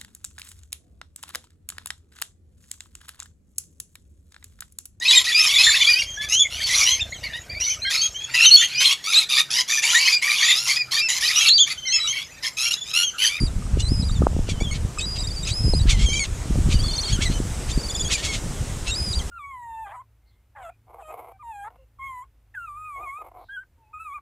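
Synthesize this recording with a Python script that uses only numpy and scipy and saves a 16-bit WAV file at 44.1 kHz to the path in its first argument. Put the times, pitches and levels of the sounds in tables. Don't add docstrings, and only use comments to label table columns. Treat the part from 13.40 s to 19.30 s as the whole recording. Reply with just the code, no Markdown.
import sys
import numpy as np
from scipy import signal
from scipy.io import wavfile
from scipy.ndimage import uniform_filter1d

SR = 44100
rng = np.random.default_rng(int(sys.argv[2]) if len(sys.argv) > 2 else 0)


def convert_level_to_amplitude(level_db):
    exponent = np.asarray(level_db, float) / 20
    return 10 ** exponent


def wav_record(signal):
    frames = np.transpose(np.atleast_2d(signal))
    bounded = np.clip(frames, -1, 1)
    quanta = np.round(bounded * 32767).astype(np.int16)
    wavfile.write(sys.argv[1], SR, quanta)


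N = 260190


def evened(x):
    return x / np.sqrt(np.mean(x ** 2) + 1e-20)


def read(points, hz):
    f, value = np.transpose(points)
    return np.interp(np.log(hz + 1), np.log(f + 1), value)


def add(mix, s, sound):
    part = mix[max(round(s * SR), 0):][:len(sound)]
    part += sound[:len(part)]


def wobble(size, smooth):
    width = max(round(smooth), 1)
    once = uniform_filter1d(rng.standard_normal(N), width)
    return evened(uniform_filter1d(once, width))[:size]


# (time [s], swell [dB])
BREAKERS = [
    (0, -54),
    (1.25, -53.5),
    (2.1, -52),
    (2.85, -52),
    (3.25, -49),
    (4.1, -48.5),
    (4.8, -48.5),
    (5.9, -50),
]
# (frequency [Hz], level [dB])
WASH_COLOUR = [(120, -28), (200, -11), (310, -6), (352, -7), (575, -10.5), (993, -14.5), (1260, -15),
               (1590, -17.5), (3130, -20.5), (4420, -24.5), (5300, -22.5), (8060, -22.5), (15500, -49)]


def surf():
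    frames, hz = N // 256 + 5, np.fft.rfftfreq(1024, 1 / SR)
    real, imaginary, patches = rng.standard_normal((frames, 513, 3)).T
    patches = uniform_filter1d(patches, 16, 0)
    patches = evened(uniform_filter1d(patches, 10, 1))
    s, body_db = np.transpose(BREAKERS)
    fizz_db = -11 + 0.44 * (body_db + 51)
    t = np.arange(frames) * 256 / SR
    fizz_share = np.clip(np.log2(hz / 2500 + 1e-9) / 2.06, 0, 1)[:, None]
    field_db = read(WASH_COLOUR, hz)[:, None] + np.interp(t, s, body_db) + 1.26 * patches
    field_db = field_db + fizz_share * (np.interp(t, s, fizz_db) + 17.5)
    field = (real + 1j * imaginary) * convert_level_to_amplitude(field_db - 43)
    return convert_level_to_amplitude(49.5) * signal.istft(field, nperseg=1024, noverlap=768)[1][:N]


def eddy(hz):
    u = np.arange(-4, 4, 2 * np.pi * hz / SR)
    return -u * np.exp(.5 - u ** 2 / 2)


# (time [s], rumble [dB])
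GUST_CURVE = [(0, -14), (.1, -29.5), (.34, -21.5), (.92, -20.5), (1.6, -31), (2.02, -31), (2.28, -17),
              (2.68, -20), (2.8, -28), (3.04, -31), (3.1, -19), (3.36, -18), (3.5, -28), (3.68, -30),
              (3.71, -19), (4.12, -26), (4.6, -31), (5.9, -28)]
# (frequency [Hz], level [dB], share of flutter [ratio])
EDDY_SIZES = [
    (26.2, 1, 0),
    (44.36, 5, 0.53),
    (70.4, 1.5, 0.42),
    (108.3, 0.5, 1.27),
    (174, -11, 3),
    (283, -14, 2.5),
]


def wind_rumble():
    s, rumble_db = np.transpose(GUST_CURVE)
    flutter_db = -2 - 0.25 * (rumble_db + 32)
    t, out = np.arange(N) / SR, np.zeros(N)
    lumps_db = 2.0 * wobble(N, smooth=1500)
    for hz, db, share in EDDY_SIZES:
        size = rng.standard_normal(N) * convert_level_to_amplitude(1.16 * np.minimum(rng.exponential(1, N), 4))
        train = size * (rng.random(N) < 1.6 * hz / SR)
        gust_db = np.interp(t, s, rumble_db + share * flutter_db)
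        level_db = uniform_filter1d(db - 5.5 + gust_db + share * lumps_db, 400)
        out += evened(signal.oaconvolve(train, eddy(hz), "same")) * convert_level_to_amplitude(level_db)
    return out


# (time [s], peak [dB])
SHARP_POPS = [(0.0209, -15.5), (0.036, -14), (0.5206, -11.5), (0.8374, -11.5), (.967, -13), (0.9928, -15),
              (1.2211, -16), (2.3493, -18), (2.457, -15), (3.1087, -14), (3.189, -13.5), (3.2899, -13.5),
              (3.791, -16), (3.901, -14), (4.3772, -12)]
# (time [s], peak [dB])
HEAVY_THUDS = [(.513, -18), (0.599, -12), (0.809, -8.5), (1.78, -26), (3.103, -18.5), (3.178, -13),
               (3.265, -12.5), (3.345, -11.5), (3.73, -17), (5.044, -24), (.012, -16), (.63, -19),
               (1.36, -21), (1.45, -23), (3.44, -23), (5.3, -23)]
# (time [s], peak [dB], frequency [Hz])
CRISP_SNAPS = [(.373, -15.5, 254), (0.8206, -9.5, 316), (0.8693, -3, 564), (.932, -27, 330),
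               (.965, -22, 398), (.991, -23, 400), (1.0894, -19.5, 326), (1.212, -20, 423),
               (1.223, -29, 420), (2.2806, -17, 227), (2.337, -12.5, 372), (2.689, -22, 290),
               (3.157, -21, 370), (4.003, -13.5, 220)]
# (time [s], peak [dB], frequency [Hz])
BROAD_SHOVES = [(0.246, -15, 37.7), (0.274, -16.5, 118), (0.34, -19, 61.9), (0.496, -12.5, 80.7),
                (0.579, -16, 48.4), (0.79, -10.5, 80.7), (1.282, -19, 53.8), (1.441, -21, 37.7),
                (1.627, -22, 37.7), (1.908, -19, 37.7), (2.114, -14, 64.6), (2.257, -12, 75.4),
                (2.474, -15, 51.1), (2.623, -18, 70.0), (2.921, -20, 61.9), (3.093, -24, 37.7),
                (3.1, -15, 61.9), (3.696, -19, 56.5), (3.713, -9, 43.1), (3.968, -14, 40.4),
                (4.063, -14.5, 53.8), (4.352, -14, 37.7), (4.726, -20, 80.7), (5.062, -19, 78.1),
                (5.211, -14, 59.2), (5.424, -20, 86.1), (5.546, -20, 67.3), (5.707, -25, 37.7)]


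def wind_thumps():
    pop_hz, thud_hz = 166, 106
    out = np.zeros(N)
    hits = [(*pop, pop_hz) for pop in SHARP_POPS]
    hits += [(*thud, thud_hz) for thud in HEAVY_THUDS]
    for s, db, hz in hits + list(CRISP_SNAPS):
        add(out, s - 2 / (np.pi * hz), convert_level_to_amplitude(db) * eddy(hz))
    for s, db, hz in BROAD_SHOVES:
        add(out, s - 1 / (np.pi * hz), convert_level_to_amplitude(db - 6.5) * eddy(hz))
    return out


# (time [s], peak [dB])
STRAP_TICKS = [
    (0.2226, -39.5),
    (.266, -42),
    (0.696, -35.5),
    (.824, -29.5),
    (1.308, -40.5),
    (1.575, -32),
    (3.4446, -35),
]


def strap():
    tick_hz, decay_s, rise_s = 1232, 0.029, 0.00042
    t, out = np.arange(2000) / SR, np.zeros(N)
    for s, db in STRAP_TICKS:
        envelope = convert_level_to_amplitude(db + 8.0 - 60 * t / decay_s) * (1 - np.exp(-t / rise_s))
        add(out, s, envelope * np.sin(2 * np.pi * tick_hz * t))
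    return out


LEVEL, HOLD, ARCH = (0.98, 0.98, 1.005), (.985, 1, 1.002, .97), (.95, 1, 1.005, .99, .91)
RISE, CLIMB, SWOOP = (0.98, 0.99, 1.045), (0.901, 0.991, 1.021, 1.035), (0.86, 0.94, 1.2)
SAG, FALL, SLACK = (1.025, 0.98, 0.94), (1.2, 1.05, 1, .98), (1.035, 0.99, 1.015)
CUP, DIP, SCOOP = (1.025, 1, 1.05), (1.07, 0.98, 1.08), (1.04, .985, .995, 1.045, 1.12)
FLIP, DROOP, HUMP = (.96, 1.02, 1, .88), (1, 1.01, .97, .92), (.97, 1.01, 1, .9)
WEDGE, STEADY, BOWL = (.93, 0.99, 1), (.997, 1, 1.003), (1.045, .985, 1, 1.065)


def bent(rows):
    return [(a, b, *(hz * np.array(bend)), db, *rest) for a, b, hz, db, bend, *rest in rows]


def joined(rows, leap=9):
    groups = [[rows[0]]]
    for row in rows[1:]:
        last = groups[-1][-1]
        if abs(row[0] - last[1]) < .007 and row[2] < leap * last[-2]:
            groups[-1].append(row)
        else:
            groups.append([row])
    return groups


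# (frequency [Hz], level [dB])
OVERTONE_COLOUR = [(1000, -16), (2000, 2.5), (3500, 3), (5000, 0), (7000, 7.5), (8500, 0), (10300, -9.5),
                   (11500, -40), (15500, -28)]


def phrase(rows, tilt_db, split, under_db, jitter, drift, edge=0.0026, low_db=-8, flicker_db=4):
    note_fade_db, release = 1, 1.48
    hz, level_db = [], []
    ends = [row[0] for row in rows[1:]] + [rows[-1][1]]
    for (a, _, *pitch_hz, db), end in zip(rows, ends):
        u = np.linspace(0, 1, max(round((end - a) * SR), 8))
        spread = np.linspace(0, 1, len(pitch_hz))
        hz.append(np.polyval(np.polyfit(spread, pitch_hz, len(pitch_hz) - 1), u))
        level_db.append(db - note_fade_db * (u - .5))
    hz = uniform_filter1d(np.concatenate(hz), size=130, mode="nearest")
    level_db = uniform_filter1d(np.concatenate(level_db), size=130, mode="nearest")
    shake = drift[:, round(rows[0][0] * SR):][:, :len(hz)]
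    turns = np.cumsum(hz * (1 + jitter * shake[0])) / SR
    k = np.arange(1, 8 * split + 1)[:, None] / split
    colour_db = read(OVERTONE_COLOUR, k * hz) - read(OVERTONE_COLOUR, hz)
    colour_db = colour_db + tilt_db * np.log2(np.maximum(k, 1))
    undertone_db = under_db + flicker_db * shake[1, ::-1]
    colour_db = colour_db + undertone_db * (k % 1 > 0) + low_db * (k < 1)
    partials = convert_level_to_amplitude(colour_db) * (k * hz < 16000) * np.cos(2 * np.pi * k * turns)
    tone = partials.sum(0)
    level_db = level_db - np.minimum(0.6 * abs(np.gradient(hz)), 17)
    n = np.arange(len(hz))
    fade = np.clip(np.minimum(n, n[::-1] / release) / (edge * SR), 0, 1)
    return -np.sqrt(2) * convert_level_to_amplitude(level_db + 1.55 * shake[1]) * tone * fade


def sung(groups, lead_s=.002, **voice):
    out = np.zeros(N)
    for rows in groups:
        add(out, rows[0][0] - lead_s, phrase(rows, **voice))
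    return out


# (start [s], end [s], pitch [Hz], level [dB], bend [ratios])
THIN_NOTES = [(1.657, 1.757, 4870, -32, STEADY), (1.757, 1.778, 4900, -38, STEADY),
              (1.12, 1.18, 3190, -48, SAG), (1.18, 1.203, 3080, -46, HUMP), (1.232, 1.275, 3450, -35, DROOP),
              (1.275, 1.312, 3260, -35.5, HUMP), (1.885, 1.91, 3680, -43.5, SAG),
              (2.11, 2.133, 4610, -34, ARCH), (3.345, 3.39, 3010, -42, SAG), (3.39, 3.43, 3210, -42, CLIMB),
              (3.43, 3.52, 3510, -39, LEVEL), (3.52, 3.61, 3600, -41, HOLD), (3.635, 3.675, 3700, -41, RISE),
              (3.635, 3.665, 3290, -38, ARCH), (3.49, 3.53, 3170, -44, SAG), (3.545, 3.6, 3240, -47, LEVEL),
              (1.779, 1.798, 4850, -30, HUMP), (3.775, 3.82, 1605, -42, SWOOP),
              (2.468, 2.496, 1890, -41, SWOOP), (4.685, 4.712, 1810, -42, SWOOP)]


def thin_whistles(drift):
    return sung(joined(bent(THIN_NOTES)), tilt_db=-17.5, split=1, under_db=0, jitter=0.0043, drift=drift)


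# (start [s], end [s], pitch [Hz], level [dB], bend [ratios])
BLEND_TONES = [(2.69, 2.732, 5400, -42, LEVEL), (2.69, 2.728, 4080, -47, RISE),
               (2.758, 2.797, 5540, -37, SLACK), (2.762, 2.797, 7850, -42, LEVEL),
               (2.76, 2.795, 4050, -44, SAG), (2.662, 2.68, 7700, -44, SAG),
               (1.598, 1.612, 4560, -36, STEADY), (1.61, 1.628, 8600, -42, WEDGE),
               (1.787, 1.796, 6450, -43, RISE), (4.705, 4.735, 6680, -36, STEADY),
               (4.888, 4.92, 5500, -42, SAG), (4.93, 4.957, 3480, -40, RISE),
               (3.635, 3.655, 7500, -41, RISE), (3.895, 3.912, 6350, -44, STEADY),
               (3.935, 3.943, 5300, -44, STEADY)]


def membrane_blends(drift):
    groups = [[row] for row in bent(BLEND_TONES)]
    return sung(groups, tilt_db=-30, split=1, under_db=0, jitter=.004, drift=drift, edge=.004)


# (start [s], end [s], pitch [Hz], level [dB], bend [ratios])
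SECOND_NOTES = [
    (1.071, 1.096, 1630, -52, SWOOP),
    (1.341, 1.374, 2170, -44.5, ARCH),
    (2.64, 2.658, 2220, -34.5, RISE),
    (2.693, 2.736, 2230, -39.5, LEVEL),
    (2.755, 2.8, 2315, -35.5, LEVEL),
    (3.852, 3.88, 3800, -35, FALL),
    (3.842, 3.902, 1900, -38.5, FALL),
    (.386, .4, 2850, -44, LEVEL),
    (1.603, 1.63, 2520, -42, LEVEL),
    (1.777, 1.786, 2600, -41, LEVEL),
]


def second_membrane(drift):
    groups = [[row] for row in bent(SECOND_NOTES)]
    return sung(groups, tilt_db=-6.5, split=0.97, under_db=1.0, jitter=.005, drift=drift)


# (start [s], end [s], first rate [1/s], last rate [1/s], level [dB])
SLOW_CREAKS = [
    (1.755, 1.781, 500, 570, -35),
    (4.285, 4.315, 560, 640, -37),
    (2.842, 2.864, 700, 520, -34),
    (1.343, 1.378, 700, 520, -37.5),
    (3.912, 3.936, 600, 510, -40),
]
# (frequency [Hz], level [dB])
THROAT_COLOUR = [(590, -72), (1000, -19.5), (1400, -11.5), (1560, -16), (1860, -9.5), (2420, -3),
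                 (2710, -0.5), (4220, -1), (5350, -8.5), (6560, -5.5), (9750, -20.5), (15000, -44)]


def throat():
    hz = abs(np.fft.fftfreq(2048, 1 / SR))
    log_gain = np.log(convert_level_to_amplitude(np.maximum(read(THROAT_COLOUR, hz), -60)))
    return np.fft.ifft(np.exp(log_gain - 1j * signal.hilbert(log_gain).imag)).real[:512]


def gull_creaks():
    out = np.zeros(N)
    for a, b, first_hz, last_hz, db in SLOW_CREAKS:
        u = np.linspace(0, 1, round((b - a) * SR))
        chance = rng.standard_normal((2, 4000))[:, :len(u)]
        rate_hz = first_hz + (last_hz - first_hz) * u
        turns = np.cumsum(rate_hz * (1 + .6 * chance[0])) / SR
        slaps = np.diff(np.floor(np.maximum.accumulate(turns)), prepend=0) * convert_level_to_amplitude(1.5 * chance[1])
        dull = evened(np.convolve(slaps, throat())[:len(u)])
        bright = 1.2 * u * np.gradient(dull)
        add(out, a, convert_level_to_amplitude(db) * np.sin(np.pi * u) ** 0.58 * (dull + bright))
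    return out


# (start [s], end [s], pitch [Hz], level [dB], bend [ratios], undertones [dB])
HOARSE_NOTES = [(1.089, 1.134, 2360, -37.5, SAG, 2.5), (2.071, 2.096, 2615, -30, RISE, 4),
                (2.495, 2.541, 2374, -30, SAG, 3.5), (2.59, 2.674, 2200, -39.5, RISE, 4.5),
                (3.314, 3.345, 2370, -39, RISE, -4), (3.675, 3.729, 2214, -42, CLIMB, 7),
                (3.815, 3.857, 2280, -32.5, LEVEL, 4.5), (4.706, 4.742, 2230, -34, RISE, 7),
                (4.775, 4.83, 1880, -43, LEVEL, -5), (4.845, 4.875, 2250, -36, SAG, 3),
                (4.925, 4.975, 2150, -39, SAG, 4)]


def hoarse_notes():
    quick = np.array([wobble(N, smooth=23), wobble(N, smooth=32)])
    out = np.zeros(N)
    for *row, under_db in bent(HOARSE_NOTES):
        out += sung([[row]], lead_s=.004, tilt_db=-5.0, split=2, under_db=under_db, jitter=.035,
                    drift=quick, edge=.012, flicker_db=1.5)
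    return out


# (start [s], end [s], pitch [Hz], level [dB], bend [ratios], undertones [dB])
HALVED_NOTES = [(1.204, 1.233, 2300, -34.5, RISE, -4.5), (1.6, 1.631, 3110, -43, RISE, 4),
                (3.87, 3.954, 4260, -43.5, LEVEL, -5), (4.889, 4.957, 2180, -33, SLACK, -4),
                (5.479, 5.515, 2712, -30, RISE, 1), (2.528, 2.562, 2150, -36.5, SAG, -1),
                (2.56, 2.6, 2050, -48, LEVEL, -1), (2.594, 2.64, 2140, -43, LEVEL, 2.5),
                (4.872, 4.895, 2180, -38, RISE, 3), (3.816, 3.84, 2150, -36, RISE, 4),
                (2.086, 2.104, 2500, -37, RISE, 0.5)]
# (start [s], end [s], pitch [Hz], level [dB], bend [ratios], undertones [dB])
THIRD_NOTES = [
    (2.661, 2.736, 3180, -28, SLACK, -17),
    (2.732, 2.758, 2287, -25, CUP, -10),
]
# (start [s], end [s], pitch [Hz], level [dB], bend [ratios], undertones [dB])
QUARTER_NOTES = [
    (0.397, .418, 2895, -35.5, WEDGE, -2),
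    (0.416, 0.429, 3000, -34, LEVEL, -12),
    (2.757, 2.798, 3180, -29, SLACK, -17),
]


def split_notes(drift):
    out = np.zeros(N)
    for split, rows in ((2, HALVED_NOTES), (3, THIRD_NOTES), (4, QUARTER_NOTES)):
        for *row, under_db in bent(rows):
            out += sung([[row]], tilt_db=-6.0, split=split, under_db=under_db, jitter=0.003,
                        drift=drift, low_db=-22, flicker_db=3.5)
    return out


# (start [s], end [s], pitch [Hz], level [dB], bend [ratios])
BRASSY_CRIES = [(1.312, 1.341, 2227, -35.5, LEVEL), (1.586, 1.602, 2560, -29, STEADY),
                (1.786, 1.797, 3830, -38, RISE), (1.795, 1.814, 3900, -33, RISE),
                (1.834, 1.866, 3760, -37.5, BOWL), (2.03, 2.057, 3780, -37, SCOOP),
                (2.795, 2.846, 2246, -28.5, SAG), (3.727, 3.77, 3290, -33, DROOP),
                (3.939, 3.989, 3050, -41.5, HOLD), (4.316, 4.331, 3680, -36, LEVEL),
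                (4.498, 4.518, 3484, -32, BOWL), (4.55, 4.572, 3480, -30, BOWL),
                (4.596, 4.625, 3450, -29.5, BOWL), (4.647, 4.687, 3310, -32, BOWL),
                (4.735, 4.768, 2450, -29.5, DROOP), (5.811, 5.829, 2060, -42, SAG)]


def cries(drift):
    groups = [[row] for row in bent(BRASSY_CRIES)]
    return sung(groups, tilt_db=-2.0, split=2, under_db=-16.5, jitter=0.006, drift=drift)


# (start [s], end [s], pitch [Hz], level [dB], bend [ratios])
YODELS = [(1.805, 1.835, 4870, -31, HOLD), (1.872, 1.881, 4800, -30, STEADY),
          (1.881, 1.897, 5000, -38, RISE), (1.905, 1.93, 4670, -34.5, DIP), (1.93, 1.962, 5000, -43, RISE),
          (1.962, 2, 4640, -33.5, CUP), (2, 2.03, 4820, -38, ARCH), (2.05, 2.075, 5020, -34.5, HOLD),
          (3.34, 3.37, 4670, -32.5, RISE), (3.372, 3.39, 6100, -49, ARCH), (3.39, 3.42, 4600, -31.5, SCOOP),
          (3.422, 3.437, 5880, -40, SAG), (3.437, 3.48, 4450, -32.5, SCOOP),
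          (3.482, 3.527, 4300, -30.5, SCOOP), (3.522, 3.534, 6000, -36, FLIP),
          (3.534, 3.567, 4370, -28.5, SCOOP), (3.563, 3.58, 6150, -30, FLIP),
          (3.58, 3.612, 4330, -25.5, SCOOP), (3.61, 3.627, 5920, -30, FLIP),
          (3.627, 3.665, 4280, -30.5, SCOOP), (3.665, 3.71, 4370, -29.7, DIP),
          (3.71, 3.757, 4520, -37, SAG), (4.328, 4.365, 4740, -37, RISE),
          (4.376, 4.423, 4620, -37.5, SCOOP), (4.432, 4.476, 4580, -34.5, SCOOP),
          (4.485, 4.501, 4570, -33, SAG), (4.511, 4.533, 4900, -36, RISE), (4.542, 4.553, 4560, -34, SAG),
          (4.565, 4.597, 4990, -35, ARCH), (4.622, 4.65, 4770, -36.5, ARCH),
          (4.685, 4.705, 4660, -36, LEVEL)]


def yodels(drift):
    groups = joined(bent(YODELS), leap=1.12)
    return sung(groups, tilt_db=-12.0, split=2, under_db=-19.5, jitter=0.0092, drift=drift)


# (start [s], end [s], pitch [Hz], level [dB], bend [ratios])
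SQUEALS = [(0, .035, 4770, -30.5, SLACK), (.036, .068, 4820, -33, ARCH), (.07, .088, 3790, -40, SLACK),
           (.425, .485, 4100, -34.5, LEVEL), (.484, .502, 4680, -35, CLIMB),
           (.502, .576, 5090, -34.5, HOLD), (.574, .626, 5050, -34, HOLD), (.625, .646, 3940, -36, DIP),
           (.645, .69, 4870, -37, HOLD), (.689, .717, 3710, -36.5, DIP), (.716, .754, 4670, -41.5, ARCH),
           (.754, .792, 3640, -42.5, SAG), (1.608, 1.659, 3810, -31.5, CLIMB),
           (2.104, 2.134, 3930, -32.5, RISE), (2.134, 2.158, 4930, -31.5, CLIMB),
           (2.158, 2.24, 5210, -31.5, LEVEL), (2.238, 2.288, 5070, -30.5, HOLD),
           (2.291, 2.336, 5100, -29.7, HOLD), (2.336, 2.35, 4160, -29, DIP),
           (2.35, 2.394, 4980, -29.5, HOLD), (2.394, 2.418, 3950, -33.5, LEVEL),
           (2.418, 2.441, 4630, -36, ARCH), (5.51, 5.551, 3845, -29, LEVEL),
           (5.551, 5.6, 4950, -29.5, CLIMB), (5.6, 5.685, 5000, -30, HOLD),
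           (5.685, 5.732, 4880, -30.5, HOLD), (5.732, 5.751, 3850, -29.5, DIP),
           (5.751, 5.794, 4760, -32.5, ARCH), (5.794, 5.813, 3250, -33.5, SAG)]


def squeals(drift):
    return sung(joined(bent(SQUEALS)), tilt_db=-7, split=2, under_db=-22, jitter=0.0043, drift=drift)


# (start [s], end [s], share spent rising [0-1], level [dB], brightness [dB])
SQUAWKS = [(0.372, 0.425, 0.64, -33, 6), (1.077, 1.136, 0.34, -26.5, 2), (1.328, 1.385, 0.28, -31.5, -6),
           (1.592, 1.626, 0.4, -31, 3), (1.745, 1.79, 0.4, -38, 4), (2.038, 2.118, 0.74, -23, 5),
           (2.464, 2.5, 0.8, -24.5, -3), (2.49, 2.552, 0.12, -17, 3), (2.52, 2.673, 0.7, -28.5, -13),
           (2.832, 2.867, 0.4, -29, -6), (3.286, 3.356, 0.6, -21, 2.5), (3.662, 3.748, 0.74, -28, 1),
           (3.802, 3.87, 0.35, -20, 1), (3.89, 3.949, 0.6, -34, -8), (4.28, 4.327, 0.46, -29, 8),
           (4.696, 4.755, 0.5, -14.5, 5.5), (4.742, 4.843, 0.38, -25.5, 1), (4.822, 4.903, 0.26, -20.5, 5),
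           (4.9, 4.995, 0.45, -23.5, 4), (5.458, 5.516, 0.3, -25, 1)]


def gull_rasps():
    rate_hz = 1250 * convert_level_to_amplitude(1.6 * wobble(N, smooth=25) + 1.2 * wobble(N, smooth=300))
    turns = np.cumsum(rate_hz) / SR
    slaps = np.diff(np.floor(turns), prepend=0) * convert_level_to_amplitude(2.7 * rng.standard_normal(N))
    drive = evened(slaps) + .3 * rng.standard_normal(N)
    rasp = evened(signal.oaconvolve(drive, throat())[:N])
    high = signal.sosfilt(signal.butter(2, 5200, "high", fs=SR, output="sos"), rasp)
    low = signal.sosfilt(signal.butter(2, 2900, "low", fs=SR, output="sos"), rasp)
    middle = rasp - low - high
    opening_s = .007
    t = np.arange(N) / SR + opening_s * np.array([[1], [0], [-1]])
    out = np.zeros(N)
    for a, b, rise, db, bright_db in SQUAWKS:
        peak_s = a + np.clip(rise, 0, 1) * (b - a)
        swell = np.interp(t, [a, peak_s, b], [0, 1, 0], 0, 0) ** 1.15
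        out += convert_level_to_amplitude(db - 5.5) * (swell * [low, middle, convert_level_to_amplitude(bright_db) * high]).sum(0)
    return out


def scene():
    wind = (wind_rumble() + wind_thumps()) * np.minimum(np.arange(N) / 200, 1)
    slow = np.array([wobble(N, smooth=105), wobble(N, smooth=180)])
    gulls = thin_whistles(slow) + membrane_blends(slow) + second_membrane(slow)
    gulls += gull_creaks() + hoarse_notes() + split_notes(slow)
    gulls += cries(slow) + yodels(slow) + squeals(slow) + gull_rasps()
    gulls = gulls + convert_level_to_amplitude(-12.5) * np.roll(gulls, 260)
    return np.tile(surf() + wind + strap() + gulls, (2, 1))


def band_limit(x):
    return signal.sosfilt(signal.butter(12, 15670, fs=SR, output="sos"), x)


def record(dry):
    mix = signal.sosfilt(signal.butter(2, 18, "high", fs=SR, output="sos"), dry)
    mix = signal.oaconvolve(mix, signal.firwin(255, 15750, fs=SR)[None], "same")
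    return band_limit(mix)


dry = scene()
out = record(dry)
wav_record(out)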